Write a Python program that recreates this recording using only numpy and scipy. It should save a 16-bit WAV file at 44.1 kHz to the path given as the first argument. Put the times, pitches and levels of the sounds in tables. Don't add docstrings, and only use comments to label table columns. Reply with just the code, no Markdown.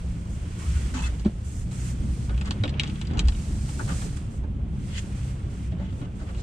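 import sys
import numpy as np
from scipy import signal
from scipy.fft import rfft, irfft, next_fast_len
from scipy.io import wavfile

SR = 44100
rng = np.random.default_rng(int(sys.argv[2]) if len(sys.argv) > 2 else 0)


def materialize(psi):
    bounded = np.clip(np.atleast_2d(psi).T, -1, 1)
    quanta = np.round(bounded * 32767).astype(np.int16)
    wavfile.write(sys.argv[1], SR, quanta)


N = 283122
OPPOSITE = np.array([[1], [-1]])


def amp(db):
    return 10 ** (np.asarray(db) / 20)


def rms_one(x):
    return x / np.sqrt(np.mean(x ** 2) + 1e-20)


def power_sum(*levels_db):
    return 10 * np.log10(sum(amp(2 * db) for db in levels_db) + 1e-20)


def in_time(rows):
    seconds, *columns = np.transpose(rows)
    return [np.interp(np.arange(N) / SR, seconds, column) for column in columns]


def at_hz(points, hz):
    table_hz, values = np.transpose(points)
    return np.interp(np.log(hz), np.log(table_hz), values)


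def drift(rate_hz):
    step = 40
    r = np.exp(-2 * np.pi * step * rate_hz / SR)
    noise = rng.standard_normal(N // step + 2002)
    slow = signal.lfilter([1], [1, -2 * r, r * r], noise)[2000:]
    return np.interp(np.arange(N) / step, np.arange(len(slow)), rms_one(slow))


def resonance(x, hz, width_hz):
    r = np.exp(-np.pi * width_hz / SR)
    top = np.array([1, 0, -1]) * (1 - r * r) / 2
    return signal.lfilter(top, [1, -2 * r * np.cos(2 * np.pi * hz / SR), r * r], x)


def spread(mid, side, alike):
    return np.sqrt(1 + alike) * mid + np.sqrt(1 - alike) * side * OPPOSITE


def common_share(alike, spectrum, hz, inside):
    power = amp(2 * at_hz(spectrum, hz)) * inside
    return np.sum(power * (1 + alike) / 2) / np.sum(power)


# pitch in Hz, left-right likeness from -1 to 1.
PORT_LIKENESS = [(60, 1), (99, 0.96), (160, 0.86), (270, 1), (450, 0.8), (740, 0.21), (1220, -0.39),
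                 (2010, 0.41), (3330, 0.36), (5500, 0.12), (9080, -0.2), (15000, 0.0068)]
# pitch in Hz, left minus right in dB.
PORT_TILT = [(60, -0.5), (240, -0.5), (480, -0.5), (950, -1.5), (1890, -2.5), (3770, -4), (6500, 0),
             (8300, -5.5), (10000, -3), (12000, -3), (15000, 0)]


def textured(spectrum, grain_db, grains_per_s):
    size = next_fast_len(N)
    hz = np.maximum(np.arange(size // 2 + 1) * SR / size, 1)
    grains = rng.standard_normal((2, N)) * amp(grain_db * drift(grains_per_s))
    mid, side = rfft(grains, size)
    alike = np.clip(at_hz(PORT_LIKENESS, hz), -.99, .999)
    inside = (hz >= spectrum[0][0]) & (hz <= spectrum[-1][0])
    colour = amp(at_hz(spectrum, hz) + at_hz(PORT_TILT, hz) / 2 * OPPOSITE) * inside
    pair = irfft(spread(mid, side, alike) * colour, size)[:, :N]
    return rms_one(pair) / np.sqrt(common_share(alike, spectrum, hz, inside))


def whine():
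    hz, width_hz, level_db = 1245, 30, -69
    tone = resonance(rng.standard_normal(N), hz, width_hz)
    tone = resonance(tone, hz, width_hz)
    return amp(level_db) * rms_one(tone) * OPPOSITE


# time in seconds, crank turns per second.
CRANK_SPEED = [(0, 28.5), (.5, 28), (1, 26.9), (1.3, 27.4), (1.6, 30.3), (2, 31.7), (2.4, 33.5),
               (2.8, 35.7), (3.2, 34.8), (3.6, 34.8), (4.2, 34.2), (4.7, 33.6), (5.2, 32.6), (5.8, 32),
               (6.42, 30.8)]
# time in seconds, level in dB.
ENGINE_LOAD = [(0, -35), (.7, -35), (1.3, -40), (1.8, -37.5), (2.2, -37), (2.8, -34.5), (3.4, -36.5),
               (4.2, -39), (5, -39), (5.7, -39.5), (6.42, -42)]
# multiple of the crank rate, level in dB against the load.
ENGINE_ORDERS = [(1, -4), (2, -3), (3, -2), (4, -1.5), (6, -6.5), (7, -15), (8, -16)]


def engine():
    (turns_per_s,), (load_db,) = in_time(CRANK_SPEED), in_time(ENGINE_LOAD)
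    unsteady = turns_per_s * (1 + 0.0027 * drift(2.62))
    angle = 2 * np.pi * np.cumsum(unsteady) / SR
    drone = np.zeros(N)
    for order, db in ENGINE_ORDERS:
        swell = amp(load_db + db + 3.04 * drift(1.2))
        drone += swell * np.sin(order * angle + rng.uniform(0, 2 * np.pi))
    return drone


# middle in seconds, added boom in dB before the boom trim,
# added rumble in dB.
RUTS = [(0.069, -23.5, -41), (.37, -24, -39), (.85, -47, -63), (1.121, -31, -46), (1.64, -21.5, -57),
        (2.06, -19, -37), (2.34, -21, -51), (2.49, -27, -35.5), (3.159, -45, -27.5), (3.25, -14.5, -35.5),
        (3.55, -21.5, -34), (3.81, -24, -36), (3.91, -39, -32.5), (4.06, -28, -33), (4.44, -21, -47),
        (4.62, -23, -59), (5.49, -43, -58), (5.73, -46, -45), (5.82, -40, -34.5), (6.03, -37, -34.5),
        (6.22, -40, -46)]


def lurches():
    half_width_s = 0.051
    seconds, *levels_db = np.transpose(RUTS)
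    bells = np.exp(-((np.arange(N) / SR - seconds[:, None]) / half_width_s) ** 2)
    return 10 * np.log10(amp(2 * np.array(levels_db)) @ bells + 1e-20)


# time in seconds, cab boom in dB before the boom trim,
# body rumble in dB, snow crunch in dB.
GROUND_LEVELS = [(0, -31.5, -38.5, -52.5), (.5, -31, -37.5, -52.5), (1, -25.5, -34, -49.5),
                 (1.5, -30, -41, -53), (1.9, -36, -31, -51.5), (2.3, -30, -35, -50), (2.63, -27, -31, -48),
                 (2.8, -29, -31, -44.5), (3, -31.5, -33, -53), (3.4, -24.5, -36, -51), (4, -26, -36.5, -52),
                 (4.4, -29, -35.5, -50), (4.8, -29.5, -32, -52), (5.4, -29, -37.5, -50),
                 (5.9, -34, -34, -55), (6.42, -25, -40, -50)]
# pitch in Hz, relative density in dB per Hz.
BOOM_COLOUR = [(7.1, -35), (12, -20), (32, -4.5), (45, -2), (59, 7.5), (70, 2), (95, -8.5), (120, -50),
               (210, -120)]
RUMBLE_COLOUR = [(44, -37), (75, 2.5), (92, -8), (129, -4), (156, -6.5), (189, -7.5), (250, -15.5),
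                 (323, -21.5), (355, -21.5), (380, -35.5), (490, -46), (840, -120)]
CRUNCH_COLOUR = [(180, -51), (300, 5.5), (318, -8), (355, -0.5), (387, -3), (1080, -15), (1700, -24.5),
                 (2210, -72), (3740, -120)]
# pitch in Hz, width in Hz, relative level in dB.
BODY_MODES = [(33.8, 4.4, -13), (62.37, 8.7, -0.5), (107.7, 8.2, -4), (187.7, 9.7, -11),
              (220.1, 4.8, -19.5)]
BOOM_TRIM_DB, BODY_DB, LURCH_CRUNCH_DB = -5.5, -38.0, -14


def ground():
    boom_db, rumble_db, crunch_db = in_time(GROUND_LEVELS)
    lurch_boom_db, lurch_rumble_db = lurches()
    boom_db = power_sum(boom_db, lurch_boom_db) + BOOM_TRIM_DB
    rumble_db = power_sum(rumble_db, lurch_rumble_db)
    crunch_db = power_sum(crunch_db, lurch_rumble_db + LURCH_CRUNCH_DB)
    shake = rng.standard_normal(N)
    modes = np.zeros(N)
    for hz, width_hz, db in BODY_MODES:
        ringing = resonance(resonance(shake, hz, width_hz), hz, width_hz)
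        modes += amp(db) * rms_one(ringing)
    return (amp(boom_db) * textured(BOOM_COLOUR, 0.66, 17.0)
            + amp(rumble_db) * textured(RUMBLE_COLOUR, 1.73, 15.0)
            + amp(crunch_db) * textured(CRUNCH_COLOUR, 1.7, 31.0)
            + amp(BODY_DB) * rms_one(modes))


# time in seconds, rasp in dB, swish in dB.
BRUSH_LEVELS = [(0, -56.5, -59.5), (.25, -59, -61.5), (.48, -55.5, -58), (.79, -48.5, -51),
                (1.25, -58, -62.5), (1.42, -62, -63.5), (1.96, -57, -58.5), (2.25, -56.5, -54),
                (2.32, -57, -61.5), (2.55, -55, -62), (2.66, -56, -65), (2.73, -54.5, -70),
                (2.8, -48.5, -73), (2.9, -52.5, -59.5), (3.0, -54.5, -58), (3.1, -56.5, -68),
                (3.17, -57, -75), (3.24, -53, -65), (3.32, -56, -55), (3.5, -59, -55.5), (4.02, -53.5, -48),
                (4.3, -60, -64.5), (4.45, -64, -73), (4.66, -63.5, -74), (4.88, -55.5, -56),
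                (5.12, -56.5, -58), (5.43, -58.5, -64), (5.8, -61, -72), (6.13, -62, -70),
                (6.42, -58.5, -69)]
# start in seconds, length in seconds, sheen at the start in dB,
# sheen at the end in dB, rasp and swish against the sheen in dB.
CLUMPS = [(.3, 0.054, -60, -56.5, -16), (0.591, 0.63, -56, -68.5, 1), (1.026, 0.041, -51, -54, -2),
          (1.448, 0.17, -56, -54, -6), (1.718, 0.19, -54.5, -50.5, -1.5), (3.364, 0.35, -60.5, -65, 4.5),
          (3.682, 0.25, -58, -59, 2.5), (3.891, 0.17, -52, -54, -1.5), (4.172, 0.009, -55, -66, 4),
          (4.31, 0.06, -64.5, -62.5, -2.5), (4.937, 0.077, -75, -57, -10), (5.152, .16, -69.5, -67.5, 9.5),
          (5.505, 0.17, -70, -68.5, 7.5), (5.912, 0.095, -72, -66, 3), (6.158, 0.3, -72.5, -70.5, 6.5)]
# pitch in Hz, relative density in dB per Hz.
RASP_COLOUR = [(760, -9.5), (1300, -1), (1740, -4.5), (2600, -4), (3400, -7), (3670, -11.5), (5000, -21.5),
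               (6500, -20), (11000, -120)]
SWISH_COLOUR = [(2470, -21.5), (4200, -7), (6150, -6), (8770, -3), (9260, -9), (11000, -21), (12600, -22),
                (15400, -35)]
SHEEN_COLOUR = [(4200, -26), (5600, -9.5), (6800, -3), (8000, -2), (9000, -8), (9600, -10.5), (11000, -21),
                (12600, -21), (15400, -34)]


def brushing():
    attack_s, release_s = 0.018, 0.055
    rasp_db, swish_db = in_time(BRUSH_LEVELS)
    t = np.arange(N) / SR
    sheens_db, coarse_db = [], []
    for start, length, start_db, end_db, against_sheen_db in CLUMPS:
        corners = [start - attack_s, start, start + length, start + length + release_s]
        levels = [start_db - 20, start_db, end_db, end_db - 20]
        sheen_db = np.interp(t, corners, levels, left=-120, right=-120)
        sheens_db.append(sheen_db)
        coarse_db.append(sheen_db + against_sheen_db)
    return (amp(power_sum(rasp_db, *coarse_db)) * textured(RASP_COLOUR, 0.91, 46.0)
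            + amp(power_sum(swish_db, *coarse_db)) * textured(SWISH_COLOUR, 0.58, 78.0)
            + amp(power_sum(*sheens_db)) * textured(SHEEN_COLOUR, 1.0, 60.0))


# start in seconds, end in seconds, start pitch in Hz, end pitch in Hz,
# level in dB before a 3 dB trim and the cab, half width in Hz.
RUBS = [(0.595, 0.69, 960, 1300, -52.5, 60), (0.68, 0.84, 1350, 1600, -55.5, 60),
        (.57, .69, 2200, 2300, -59, 80), (0.941, 0.984, 1280, 1200, -41.5, 130),
        (.982, 1.013, 2640, 2620, -48, 40), (1.021, 1.073, 2660, 2600, -46, 40),
        (0.964, 1.001, 3150, 3050, -49, 50), (1.021, 1.061, 3470, 3430, -46, 45),
        (0.96, 1.051, 830, 1030, -45, 70), (1.044, 1.085, 1150, 1600, -43, 70),
        (1.067, 1.087, 1850, 2050, -48, 120), (3.07, 3.2, 200, 340, -35, 60),
        (3.1, 3.21, 650, 950, -50, 150)]


def glides():
    out = np.zeros((2, N))
    for start, end, start_hz, end_hz, db, half_width_hz in RUBS:
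        i, j = round(start * SR), round(end * SR)
        angle = 2 * np.pi * np.cumsum(np.linspace(start_hz, end_hz, j - i)) / SR
        mid, side = [drift(half_width_hz)[i:j] * np.sin(angle) + drift(half_width_hz)[i:j] * np.cos(angle)
                     for _ in range(2)]
        alike = np.clip(at_hz(PORT_LIKENESS, start_hz), -1, 1)
        swell = amp(db - 3) * np.sqrt(np.sin(np.linspace(0, np.pi, j - i)).clip(0))
        out[:, i:j] += swell * spread(mid, side, alike)
    return out


# start in seconds, length in seconds, drive in dB of the low, middle
STALKS = [(0.939, 0.069, -46, -52.5, -52, 0.94), (1.019, 0.055, -50.5, -54.5, -55.5, 1),
          (1.08, 0.021, -58, -59, -70, 0.87), (2.286, 0.045, -53.5, -73, -78, 0.88),
          (2.448, 0.035, -53, -54.5, -62, 0.76), (2.825, 0.023, -71, -58, -77, .9),
          (3.094, 0.13, -55.5, -61, -78, 0.99), (3.794, 0.024, -44, -77, -74, 0.82),
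          (3.879, 0.046, -45.5, -56, -73, 0.94), (4.875, 0.11, -58.5, -47, -56, .05),
          (4.96, 0.034, -70, -56, -49, .3), (5.708, 0.016, -71, -62, -80, 0.73),
          (5.783, 0.078, -65, -64, -76, 0.93), (5.861, 0.045, -63, -64, -80, 0.66),
          (5.999, 0.06, -64, -67.5, -76, 0.86), (6.188, 0.042, -67, -74, -68, 1),
          (6.263, 0.045, -55.5, -64, -74, 0.92), (6.364, 0.048, -64, -73, -59.5, 0.58)]
# pitch in Hz, width in Hz, gain in dB.
SQUEAK_MODES = [(686, 260, -5), (897, 110, -1.5), (1217, 57, 0), (1470, 47, -3), (2100, 140, 0.5),
                (2620, 440, -1.5), (2960, 230, -0.5), (3200, 200, -4.5), (4100, 1400, 4.5),
                (5940, 1400, 0.5), (6770, 440, -3.5), (7260, 300, -3)]


def drags():
    t, out = np.arange(N) / SR, np.zeros((2, N))
    slips = rng.standard_normal((2, N)) * amp(1.5 * drift(110.0))
    low_pass = signal.butter(4, 1700, fs=SR, output="sos")
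    slips = [signal.sosfilt(low_pass, slips), slips, slips]
    strokes = []
    for start, length, *_, share in STALKS:
        corners = [start - .002, start + 0.0023, start + length, start + length + 0.011]
        strokes.append(np.interp(t, corners, [0, share, 1, 0]) ** 1.5)
    levels = amp(np.array(STALKS)[:, 2:5]).T @ np.array(strokes)
    for hz, width_hz, db in SQUEAK_MODES:
        group = np.searchsorted([1700, 4000], hz)
        wavering = amp(db + 2.0 * drift(6.3))
        out += wavering * levels[group] * rms_one(resonance(slips[group], hz, width_hz))
    return out


# start in seconds, peak in dB, pitch in Hz, time to die by 60 dB in seconds.
BUMP_BLOWS = [(0.654, -16.5, 68.9, 0.33), (0.736, -14, 64, 0.053), (0.824, -19, 61.2, 0.041),
              (.945, -26, 254.3, 0.2), (1.253, -9, 209, 0.064), (1.254, -19, 354, 0.069),
              (1.257, -26, 239, 0.072), (2.03, -32.5, 220, 0.36), (2.592, -15.5, 104.2, 0.12),
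              (3.195, -22.5, 153, .07), (3.22, -20.5, 35, 0.49), (3.793, -36.5, 1457, 0.064),
              (3.824, -17, 106, 0.079), (3.89, -37, 1410, .05), (4.04, -17.5, 62, 0.11),
              (5.722, -42.5, 637, 0.13), (5.795, -40.5, 575, 0.18), (5.8, -26.5, 187.6, 0.27),
              (5.81, -48, 884, 0.23), (6.016, -33, 280, 0.17), (6.07, -53, 1530, 0.098),
              (6.2, -50, 1480, .1), (6.215, -44.5, 627, 0.1)]


def bumps():
    out, t = np.zeros(N), np.arange(SR // 5) / SR
    for start, db, hz, t60 in BUMP_BLOWS:
        i, rise = round(start * SR), 2.41 / hz
        decay = amp(db - 60 * np.maximum(t - rise, 0) / t60)
        ring = decay * np.minimum(t / rise, 1) * np.sin(2 * np.pi * hz * t)
        out[i:i + len(t)] += ring[:N - i]
    return out


# start in seconds, drive in dB of the middle, thud, hollow and bright parts,
# pan (left minus right) in dB, pitch of the snap in Hz.
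STEMS = [(1.195, -43, -62, -51, -41, -1, 3200), (1.2475, -37.5, -22, -55, -45, -2, 3500),
         (1.256, -37.5, -34, -40.5, -52, 0, 2800), (1.264, -41, -42, -44, -49, 3, 3200),
         (1.712, -40, -60, -53, -50, 0, 3800), (2.2935, -36.5, -30, -41, -59, -1, 2800),
         (2.3416, -42, -41, -47, -60, -4, 2400), (2.3766, -33, -47, -44, -45, -2.5, 2480),
         (2.411, -30.5, -54, -37.5, -38, 1.5, 2530), (2.4556, -41, -50, -43, -36, 1, 2300),
         (2.4717, -40, -40, -41, -54, 9, 2200), (2.508, -24.5, -28, -32.5, -31.5, 0, 2960),
         (2.518, -33, -45, -47, -50, -1, 3800), (2.557, -50, -50, -51, -60, -3, 2200),
         (2.584, -52, -60, -56, -55, 0, 2500), (2.609, -43, -58, -59, -62, -2, 2300),
         (2.6363, -18, -15, -30.5, -43, 2, 3200), (2.654, -29.5, -40, -39, -50, -2, 2800),
         (2.677, -25.5, -32, -55.5, -45, 0, 2680), (2.6925, -32, -48, -50, -39, 2, 3100),
         (2.739, -34.5, -37, -57, -70, 9, 2670), (2.768, -45, -55, -55, -65, 7, 3400),
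         (2.796, -13.5, -34, -42, -28, 3, 3660), (2.809, -32, -48, -43, -46, 3, 3000),
         (2.834, -22.5, -45, -37, -37, -1, 2570), (2.856, -32, -50, -54, -60, 3, 2900),
         (2.8677, -31.5, -42, -54, -54, 4, 3100), (2.8744, -36, -48, -55, -40, 3, 3300),
         (2.897, -34, -45, -51, -47, 7, 3400), (2.9547, -36.5, -41, -49, -52, 6, 3000),
         (3.013, -30.5, -40, -42, -37.5, 5, 3120), (3.05, -38, -54, -56, -48, 5, 2800),
         (3.070, -39.5, -50, -63, -41, 5, 2800), (3.11, -39, -55, -52, -50, 3, 2900),
         (3.133, -39, -40, -42, -45, 2, 2900), (3.146, -52, -55, -55, -54, 5, 4200),
         (3.1719, -33, -41, -42, -43, 8.5, 2900), (3.181, -36, -44, -34.5, -38, 1, 2900),
         (3.1922, -16.5, -29, -36.5, -23.5, 1.5, 3130), (3.252, -39, -50, -55, -47, 7, 2700),
         (3.273, -38, -50, -59, -39, -4, 2800), (3.2838, -26.5, -34, -36.5, -29.5, 2, 3000),
         (3.32, -35.5, -45, -48, -58, 5, 2800), (3.347, -36.5, -54, -55, -55, 0, 2700),
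         (3.6888, -38, -53, -40.5, -54, 4, 2800), (3.792, -55, -30.5, -34, -60.5, 9, 2200),
         (3.892, -45, -33, -38, -57, -8, 2800), (3.926, -46, -33, -48, -60, -1, 2800),
         (3.944, -58, -46, -57, -62, 4, 2800), (4.0162, -36, -48, -39, -53, 5, 2100),
         (4.168, -40, -50, -47.5, -58, -9, 3500), (4.4356, -51, -56, -45.5, -66.5, -4, 2800),
         (5.7202, -50, -34.5, -58, -68, 3, 2800), (5.7959, -53, -31, -56, -69.5, 4, 2800),
         (5.923, -43, -37, -58, -56, 1, 3800), (6.014, -41, -32.5, -43, -65, 4, 2800),
         (6.0711, -58, -39, -60, -72, 5, 2800), (6.2103, -61, -31, -43, -60, 2, 2800),
         (6.2886, -48, -33, -44, -70, -2, 2200), (6.346, -38.5, -61, -50, -53, -1, 2800)]
# pitch in Hz, width in Hz, gain in dB.
PANEL_MODES = [(297, 50, 21), (483, 260, 18), (609, 236, 19), (856, 190, 21.5), (1227, 87, 24.5),
               (1536, 180, 21), (2030, 550, 4.5), (2330, 610, 7.5), (2890, 650, 6), (3355, 167, 6.5),
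               (3780, 234, 1), (4520, 800, 14), (5360, 800, 14), (5660, 610, 13.5), (7000, 1280, 10.5),
               (8100, 1400, 8)]
SOFT_T60_S, HARD_T60_S = 0.058, 0.03
BRIGHT_T60_S = 0.14
HOLLOW_WEIGHT_DB = -19
SNAP_SPREAD = .9
CRACK = 5.0
HOLLOW_LAG, BRIGHT_LAG = 14, 6


def taps():
    thuds, hollows, middles, brights = drive = np.zeros((4, 2, N))
    t = np.arange(SR // 5) / SR
    for start, mid_db, thud_db, hollow_db, bright_db, pan_db, snap_hz in STEMS:
        i = round(start * SR)
        burst = rng.standard_normal(len(t))
        hard = np.clip((max(mid_db, hollow_db + HOLLOW_WEIGHT_DB) + 47.5) / 25, 0, 1)
        t60 = SOFT_T60_S + (HARD_T60_S - SOFT_T60_S) * hard
        onset = 1 - np.exp(-t / (0.00022 + 0.00072 * (1 - hard)))
        decay = 0.6 * hard * amp(-60 * t / 0.009) + .5 * amp(-60 * t / t60)
        snap = burst * onset * decay
        snap[20] += CRACK * hard
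        thud = 0.32 * burst * (1 - np.exp(-t / 0.002)) * amp(-60 * t / (3.6 * t60))
        middle = 2 * resonance(snap, snap_hz, SNAP_SPREAD * snap_hz)
        bright = snap * amp(-60 * t / BRIGHT_T60_S)
        pan = amp(pan_db / 2 * OPPOSITE)
        span = slice(i, i + len(t))
        thuds[:, span] += amp(thud_db) * pan * thud[:N - i]
        hollows[:, span] += amp(hollow_db) * pan * snap[:N - i]
        middles[:, span] += amp(mid_db) * pan * middle[:N - i]
        brights[:, span] += amp(bright_db) * pan * bright[:N - i]
    hollows[1] = np.roll(hollows[1], HOLLOW_LAG)
    brights[1] = np.roll(brights[1], BRIGHT_LAG)
    drive += 1e-18
    out = np.zeros((2, N))
    for k, (hz, width_hz, db) in enumerate(PANEL_MODES):
        group = np.searchsorted([800, 1800, 4500], hz)
        out += (-1) ** k * amp(db) * resonance(drive[group], hz, width_hz)
    return out


def cab(x):
    dull_hz, tail_t60_s, tail_db = 8000, 0.06, -4
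    t = np.arange(SR // 5) / SR
    tail = rng.standard_normal((2, len(t))) * amp(-60 * t / tail_t60_s) * (t > .002)
    tail = amp(tail_db) * tail / np.sqrt(np.sum(tail ** 2, axis=1, keepdims=True))
    x = signal.sosfilt(signal.butter(3, dull_hz, fs=SR, output="sos"), x)
    return x + signal.fftconvolve(x, tail, axes=1)[:, :N]


def scene():
    return whine() + engine() + ground() + brushing() + bumps() + cab(glides() + drags() + taps())


def record(dry):
    cutoff_hz = 15600
    return signal.sosfilt(signal.cheby2(16, 60, 1.02 * cutoff_hz, fs=SR, output="sos"), dry)


dry = scene()
out = record(dry)
materialize(out)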